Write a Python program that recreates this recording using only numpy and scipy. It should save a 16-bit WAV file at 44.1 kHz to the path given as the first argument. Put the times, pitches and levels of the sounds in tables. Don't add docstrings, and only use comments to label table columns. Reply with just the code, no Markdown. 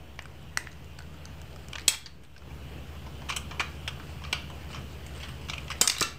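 import sys
import numpy as np
from scipy import signal
from scipy.fft import rfft, irfft
from scipy.io import wavfile
from scipy.ndimage import uniform_filter1d

SR = 44100
rng = np.random.default_rng(int(sys.argv[2]) if len(sys.argv) > 2 else 0)


def store_wav(level_fs):
    pcm = np.round(np.clip(np.atleast_2d(level_fs), -1, 1) * 32767)
    wavfile.write(sys.argv[1], SR, pcm.T.astype(np.int16))


def magnitude_from_level(level_db):
    exponent = np.asarray(level_db, float) / 20
    return 10 ** exponent


N = 272538

# start in seconds, peak in dB, tray ring in Hz, pellet tick in dB re the peak.
WALL_HITS = [(0.1903, -27, 1940, -24), (0.2552, -34, 1540, -14), (1.142, -47, 1370, -11),
             (1.254, -36.5, 4560, -10), (1.416, -41.5, 1420, -4), (1.6843, -44, 2650, 1),
             (1.7547, -21, 3400, -40), (2.0599, -35, 4440, -24), (2.5033, -47.5, 2300, -26),
             (3.2172, -38.5, 1010, -25), (3.2864, -29, 3460, -25), (3.306, -45, 2340, -34),
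             (3.3221, -25, 2520, -27), (3.5096, -30, 3070, -34), (3.5144, -29, 1050, -37),
             (3.5954, -19.5, 2150, -25), (3.6117, -22, 2260, -21), (3.8772, -19, 2800, -17.5),
             (3.9973, -34.5, 1410, -28.5), (4.2178, -39, 1030, -33), (4.2382, -33, 3000, -30),
             (4.5002, -33, 1010, -19), (4.7458, -30, 1220, -30), (4.7587, -36, 3000, -28),
             (4.7688, -36.5, 2400, -26), (5.1487, -40, 3100, -12.5), (5.233, -31.5, 3100, -20),
             (5.2846, -35.5, 2830, -14), (5.4851, -30, 2850, -21), (5.708, -26.5, 3120, -30)]
RIM_HITS = [(0.2226, -44, 2040, -2), (0.669, -38, 1820, -40), (0.9888, -35, 1610, -7.5),
            (1.5609, -38.5, 1320, -10), (1.731, -25.5, 2670, -17), (2.2348, -52, 1630, -5),
            (2.4178, -44.5, 1350, -27), (3.0634, -35, 968, -30), (3.2929, -33.5, 1540, -3.5),
            (3.2935, -24.5, 2400, -32), (3.3043, -25, 3100, -25), (3.3624, -20.5, 3030, -6),
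            (3.5108, -45, 2670, -31), (4.3272, -12, 2960, -20), (4.7025, -37.5, 1296, -17),
            (4.7301, -34, 2800, -18), (5.4136, -38, 1040, -15), (5.4969, -17, 3530, -28),
            (5.5339, -24, 2770, -21), (5.5798, -26.5, 2500, -18), (5.812, -11, 7600, 0),
            (5.9472, -33, 2160, -12), (5.965, -26, 4000, -20), (6.008, -30.5, 7300, 11.5),
            (6.0175, -15.5, 1300, -33)]
TRAY_HITS = [(0.5735, -20.5, 1940, -1.5), (1.7826, -26.5, 1990, -25), (1.8796, -9.5, 4140, 5.5),
             (1.9452, -24.5, 3300, -13.5), (2.3629, -38.5, 1530, -34), (3.2911, -26, 2920, -30),
             (3.2997, -18.5, 1230, -40), (3.5967, -20.5, 2700, -49), (3.6022, -17.5, 1420, -36),
             (3.6035, -17.5, 1110, -24), (3.6081, -21, 1730, -48), (4.249, -30, 1220, -35),
             (4.2735, -39, 1170, -29), (5.0634, -47.5, 2400, 0), (5.2011, -36, 2900, -15),
             (5.228, -31, 3300, -25), (5.68, -30.5, 3080, -36), (5.7017, -22, 1280, -16.5),
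             (5.7148, -22.5, 2130, -22), (5.7237, -33, 2050, -10), (5.8167, -11, 7700, -8.5),
             (5.8752, -8, 6400, -7.5), (5.898, -12.5, 4540, -7), (5.9187, -27, 4630, -21),
             (5.9828, -25.5, 3890, -6), (5.998, -27, 4960, -9), (6.0085, -16.5, 5660, -27),
             (6.0244, -18, 4800, -6)]
# start in seconds, peak in dB, ring in Hz.
PELLET_TICKS = [(0.16, -52, 7000), (0.4124, -52, 7750), (0.717, -44, 3950), (0.729, -45, 6400),
                (0.845, -44.5, 7000), (1.0044, -46, 4410), (1.0225, -43, 4300), (1.4004, -51, 4410),
                (1.4164, -39, 6560), (1.53, -44.5, 4660), (1.5404, -47, 4130), (1.6843, -46.5, 7500),
                (1.795, -33, 4370), (1.8084, -40.5, 4380), (1.817, -39.5, 4750), (2.2492, -46.5, 3650),
                (2.3794, -42.5, 4690), (4.9294, -48.5, 6600), (5.0635, -39.5, 3640)]
# start in seconds, echo level in dB, rattle length as a factor.
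DEPTH = [(0, -5, 0.47), (.6, -1.5, 0.27), (.75, 2, .5), (1.7, -2, 0.22), (1.9, 1.5, 1.7), (3.2, 1.5, 2.2),
         (3.6, 2, 1.43), (3.88, -2, 1.34), (4.1, 13, 1.3), (4.33, 1, 0.85), (5.2, 7.5, 2.4),
         (5.55, 1, 1.15), (5.72, 1.5, 1.3), (5.8, 2, 0.67), (6.0, 4.5, 0.83), (6.18, 0, 1.2)]


def kibble():
    usual_db, longer_db_per_db = -31.5, 0.06
    ticks = [(s, db, hz, -12) for s, db, hz in PELLET_TICKS]
    # rows, body thump in dB re peak, rattle t60 in seconds
    kinds = [(WALL_HITS, -2.8, 0.031), (RIM_HITS, -7, 0.03), (TRAY_HITS, -46.5, 0.02), (ticks, -39, 0.0084)]
    out = np.zeros((2, N + 5000))
    longer = curve(DEPTH, column=2)
    for rows, body_db, t60 in kinds:
        for s, db, hz, tick_db in rows:
            start = round(s * SR)
            rattle_s = t60 * longer[start] * magnitude_from_level(longer_db_per_db * (db - usual_db))
            out[:, start:start + 3599] += contact(db, hz, body_db, tick_db, rattle_s)
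    return thin(out[:, :N])


# mode in Hz, level in dB, t60 in seconds.
BODY_MODES = [(670, -11.5, 0.012), (1110, -23, 0.033), (1220, -4.5, 0.033), (1574, 24.5, 0.0026)]
# mode in Hz, level in dB, t60 in seconds.
TRAY_MODES = [(1940, -24.5, 0.0073), (2400, 7.5, 0.012), (2887, 12, 0.0066), (4034, 13, 0.0041),
              (4800, 13, 0.003), (5460, 21.5, 0.0015)]
# mode in Hz, level in dB, t60 in seconds.
PELLET_MODES = [(6820, 30.5, 0.00043), (7800, -3, 0.011), (8740, -5.5, 0.0039), (10870, -7, 0.0043),
                (11100, -10, 0.00066), (13500, -1, .0007), (13800, -3.5, 0.00033)]
TO_WALLS_DB = [-2.5, -1, 1.5, -2.5]


def contact(peak_db, hz, body_db, tick_db, t60):
    t = np.arange(2000) / SR
    touches = rng.standard_normal(2000) * (rng.random(2000) < 0.13)
    touches *= magnitude_from_level(-60 * t / np.clip(t60, 0.001, 0.1))
    touches *= 1 - np.exp(-t / 0.0005)
    touches[6] = 0.41
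    detune = np.exp(0.048 * rng.standard_normal((3, 8)))
    struck = ring([(hz, 0, 12 / hz)], np.ones(1))
    stirred = [(f, db - 4.6 * abs(np.log2(f / hz)), decay) for f, db, decay in TRAY_MODES]
    trays = ring(stirred, detune[0])
    wall = ring(BODY_MODES, detune[1])
    pellet = ring(PELLET_MODES, detune[2]) + crack()
    parts = struck, trays, wall, pellet
    shares = magnitude_from_level(peak_db + np.array([-4.5, -4.0, body_db - 2.0, tick_db + 11.5]))
    sizes = [share / abs(np.convolve(touches, part)).max() for share, part in zip(shares, parts)]
    direct = np.convolve(touches, np.dot(sizes, parts))
    to_walls = np.dot(sizes * magnitude_from_level(np.array(TO_WALLS_DB)), parts)
    return direct, np.linalg.norm(touches) * np.pad(to_walls, (0, 1999))


def ring(modes, detune, count=1600):
    t = np.arange(count) / SR
    out = np.zeros(count)
    for (hz, db, t60), factor in zip(modes, detune):
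        out += magnitude_from_level(db - 60 * t / t60) * np.sin(2 * np.pi * hz * factor * t)
    return (1 - np.exp(-t / 0.00024)) * out


def crack():
    return magnitude_from_level(5) * np.pad([0., 1, -2, 1], (2, 1594))


def thin(x):
    return signal.sosfilt(signal.butter(2, 650, "high", fs=SR, output="sos"), x)


def scrape():
    touches_per_s = 700 * magnitude_from_level(7.0 * drift(25))
    sizes = magnitude_from_level(4.2 * np.minimum(rng.exponential(1, N), 4)) * rng.choice([-1, 1], N)
    touches = sizes * (rng.random(N) < touches_per_s / SR)
    spot = rng.integers(0, 6, N)
    out = np.zeros(N)
    for k, detune in enumerate(np.exp(0.15 * rng.standard_normal((6, 8)))):
        shape = ring(TRAY_MODES, detune)
        shape += magnitude_from_level(-2.0) * ring(BODY_MODES, detune)
        shape += magnitude_from_level(8.0) * ring(PELLET_MODES, np.sqrt(detune))
        out += signal.oaconvolve(touches * (spot == k), shape)[:N]
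    return strokes() * evened(out)


# middle in seconds, level in dB, half length in seconds.
STROKES = [
    (1.7, -67, 0.33),
    (1.922, -45, 0.028),
    (3.75, -68, 0.89),
    (4.73, -61, 0.15),
    (5.178, -55, 0.085),
    (5.52, -60.5, 0.2),
    (5.77, -61, 0.13),
    (5.85, -40, 0.032),
    (5.948, -44.5, .07),
    (6.073, -53, 0.054),
]


def strokes():
    t = np.arange(N) / SR
    return magnitude_from_level(-77) + sum(magnitude_from_level(db) * np.exp(-((t - s) / half) ** 2) for s, db, half in STROKES)


# start in seconds, peak in dB, pitch in Hz.
KNOCKS = [(1.88, -33, 424), (1.88, -29.5, 870), (3.6, -34, 353), (4.328, -42, 880), (4.329, -35.5, 423),
          (5.812, -27, 308), (5.812, -41, 550), (5.812, -27.5, 730), (5.817, -28, 460), (6.014, -23.5, 318),
          (6.016, -30.5, 347)]
# start in seconds, peak in dB, pitch in Hz, t60 in seconds.
RINGS = [(.191, -35.5, 910, 0.01), (.191, -38.5, 2850, 0.035), (.426, -53, 7950, 0.013),
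         (0.573, -13.5, 1850, 0.0095), (.574, -19, 1060, 0.0051), (.574, -31, 1950, 0.061),
         (0.672, -25.5, 1840, 0.0074), (0.713, -56, 6360, 0.1), (0.987, -39, 4460, 0.015),
         (1.005, -40, 1490, 0.026), (1.255, -32.5, 6200, 0.0069), (1.881, -44, 8370, 0.074),
         (1.881, -15.5, 5280, 0.02), (1.881, -30, 2600, .1), (1.88, -15, 3276, 0.04),
         (6.014, -25, 1760, 0.028), (2.06, -30.5, 4600, 0.015), (3.877, -24.5, 2360, 0.02),
         (4.33, -36, 1455, 0.16), (5.819, -25, 3090, 0.089), (5.844, -31, 1220, 0.042),
         (5.856, -31, 1260, 0.035), (6.014, -23, 1290, 0.043), (6.025, -25.5, 2693, 0.11),
         (6.026, -23.5, 3900, 0.025), (6.03, -33.5, 1350, 0.23), (6.026, -46, 5300, 0.08),
         (6.026, -23.5, 6380, 0.04), (5.82, -35, 2110, 0.12), (5.88, -40, 2100, 0.037)]


def thumps():
    out = np.zeros(N + 6000)
    fade = np.hanning(12000)[6000:]
    knocks = [(s, db, hz, 0.025) for s, db, hz in KNOCKS]
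    neighbours = [(1, 0), (1.3, -11.0), (0.85, -13.5), (1.024, -12.5), (1.1, -14.5)]
    for s, db, hz, t60 in knocks + list(RINGS):
        modes = [(hz * factor, db + change, t60) for factor, change in neighbours]
        start = round(s * SR)
        out[start:start + 6000] += ring(modes, np.ones(5), count=6000) * fade
    return out[:N]


# frequency in Hz, t60 in seconds.
ROOM_T60 = [(200, 0.34), (1000, .4), (3000, 0.39), (8000, 0.25), (15000, 0.28)]


def room(x):
    count, spacing = SR // 2, 12
    out = np.zeros(N)
    turn = np.arange(N) / SR * 7.9
    for k in range(3):
        taps = np.zeros(count)
        at = np.arange(120, count - spacing, spacing)
        taps[at + rng.integers(0, spacing, len(at))] = rng.choice([-1., 1.], len(at))
        hz, t, z = signal.stft(taps, SR, nperseg=128)
        decay = magnitude_from_level(-60 * t / read(ROOM_T60, hz)[:, None])
        tail = signal.istft(z * decay, SR, nperseg=128)[1]
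        share = np.sqrt(2 / 3) * np.cos(turn + k * np.pi / 3)
        out += signal.fftconvolve(x * share, tail / np.linalg.norm(tail))[:N]
    return out


def port(x):
    low = signal.oaconvolve(x, signal.firwin(127, 9000, fs=SR), "same")
    return low + magnitude_from_level(-7) * (x - low)


# time in seconds, seventh shaft order in Hz.
MOTOR_SPEED = [(0, 75.5), (.65, 76.3), (1.05, 78.6), (1.4, 76), (1.8, 73.5), (2.55, 73), (2.9, 76.5),
               (3.35, 73), (3.55, 77.3), (4.85, 77.3), (5.1, 74.6), (6.18, 76.5)]
# multiple of the shaft rate, level in dB.
SHAFT_ORDERS = [(5, -28), (6, -6), (7, 1), (8, -42.5), (11, -36), (12, -7), (13, -12), (14, -7.5)]


def motor():
    turn = 2 * np.pi * np.cumsum(curve(MOTOR_SPEED) / 7) / SR
    out = np.zeros(N)
    for k, db in SHAFT_ORDERS:
        level = magnitude_from_level(db + 0.037 * k * drift(2.5))
        phase = 0.12 * k * drift(1.33) + 2 * np.pi * rng.random()
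        out += level * np.sin(k * turn + phase)
    return evened(out)


# frequency in Hz, level in dB per Hz.
AIR_SPECTRUM = [(20, -16), (35, -19.5), (60, -12), (100, -7.5), (145, -7.5), (250, -14.5), (600, -19),
                (950, -23.5), (2100, -28.5), (3000, -23), (3630, -33.5), (8600, -41.5), (9300, -46.5),
                (14700, -41.5)]


def air():
    frames, hz = N // 512 + 5, np.fft.rfftfreq(2048, 1 / SR)
    a, b, patches = rng.standard_normal((frames, 1025, 3)).T
    patches = evened(uniform_filter1d(uniform_filter1d(patches, 20, 0), 6, 1))
    z = (a + 1j * b) * magnitude_from_level(read(AIR_SPECTRUM, hz)[:, None] + 1.53 * patches)
    return evened(signal.istft(z, nperseg=2048, noverlap=1536)[1][:N])


# start in seconds, drop in dB, hold in seconds.
DUCKS = [
    (1.87, -8, .5),
    (5.805, -5.5, .5),
    (5.816, -6, 0.018),
]


def gain():
    start_db, creep_db_per_s, ceiling_db = -49.5, 1.74, -43.5
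    fall_s, recover_s = 0.017, 0.12
    t = np.arange(N) / SR
    level_db = np.minimum(start_db + creep_db_per_s * t, ceiling_db)
    for s, db, hold in DUCKS:
        corners = np.cumsum([0, fall_s, hold, recover_s])
        level_db = level_db + db * np.interp(t - s, corners, [0, 1, 1, 0])
    return magnitude_from_level(level_db)


def evened(x):
    return x / np.sqrt(np.mean(x ** 2) + 1e-20)


def read(points, hz):
    f, value = np.transpose(points)
    return np.interp(np.log(hz + 1), np.log(f + 1), value)


def curve(rows, column=1):
    table = np.transpose(rows)
    return np.interp(np.arange(N) / SR, table[0], table[column])


def drift(hz):
    spectrum = rfft(rng.standard_normal(N))
    return evened(irfft(spectrum * np.exp(-(np.fft.rfftfreq(N, 1 / SR) / hz) ** 2), N))


def scene():
    direct, spread = kibble()
    drag, rings = thin(scrape()), thumps()
    to_room = spread + drag + magnitude_from_level(-2) * rings
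    echoes = room(magnitude_from_level(curve(DEPTH) - 9.0) * to_room)
    background = gain() * (motor() + magnitude_from_level(-2.0) * air())
    return (port(direct + drag + rings + echoes) + background)[None]


def low_pass(x):
    return signal.sosfilt(signal.butter(12, 16790, fs=SR, output="sos"), x)


def record(dry):
    held = 0.77 * np.tanh(dry / 0.71) - 0.0032
    band_limit = signal.firwin(511, 15600, window=("kaiser", 9), fs=SR)
    mix = signal.oaconvolve(held, band_limit[None], "same")
    return low_pass(mix)


dry = scene()
out = record(dry)
store_wav(out)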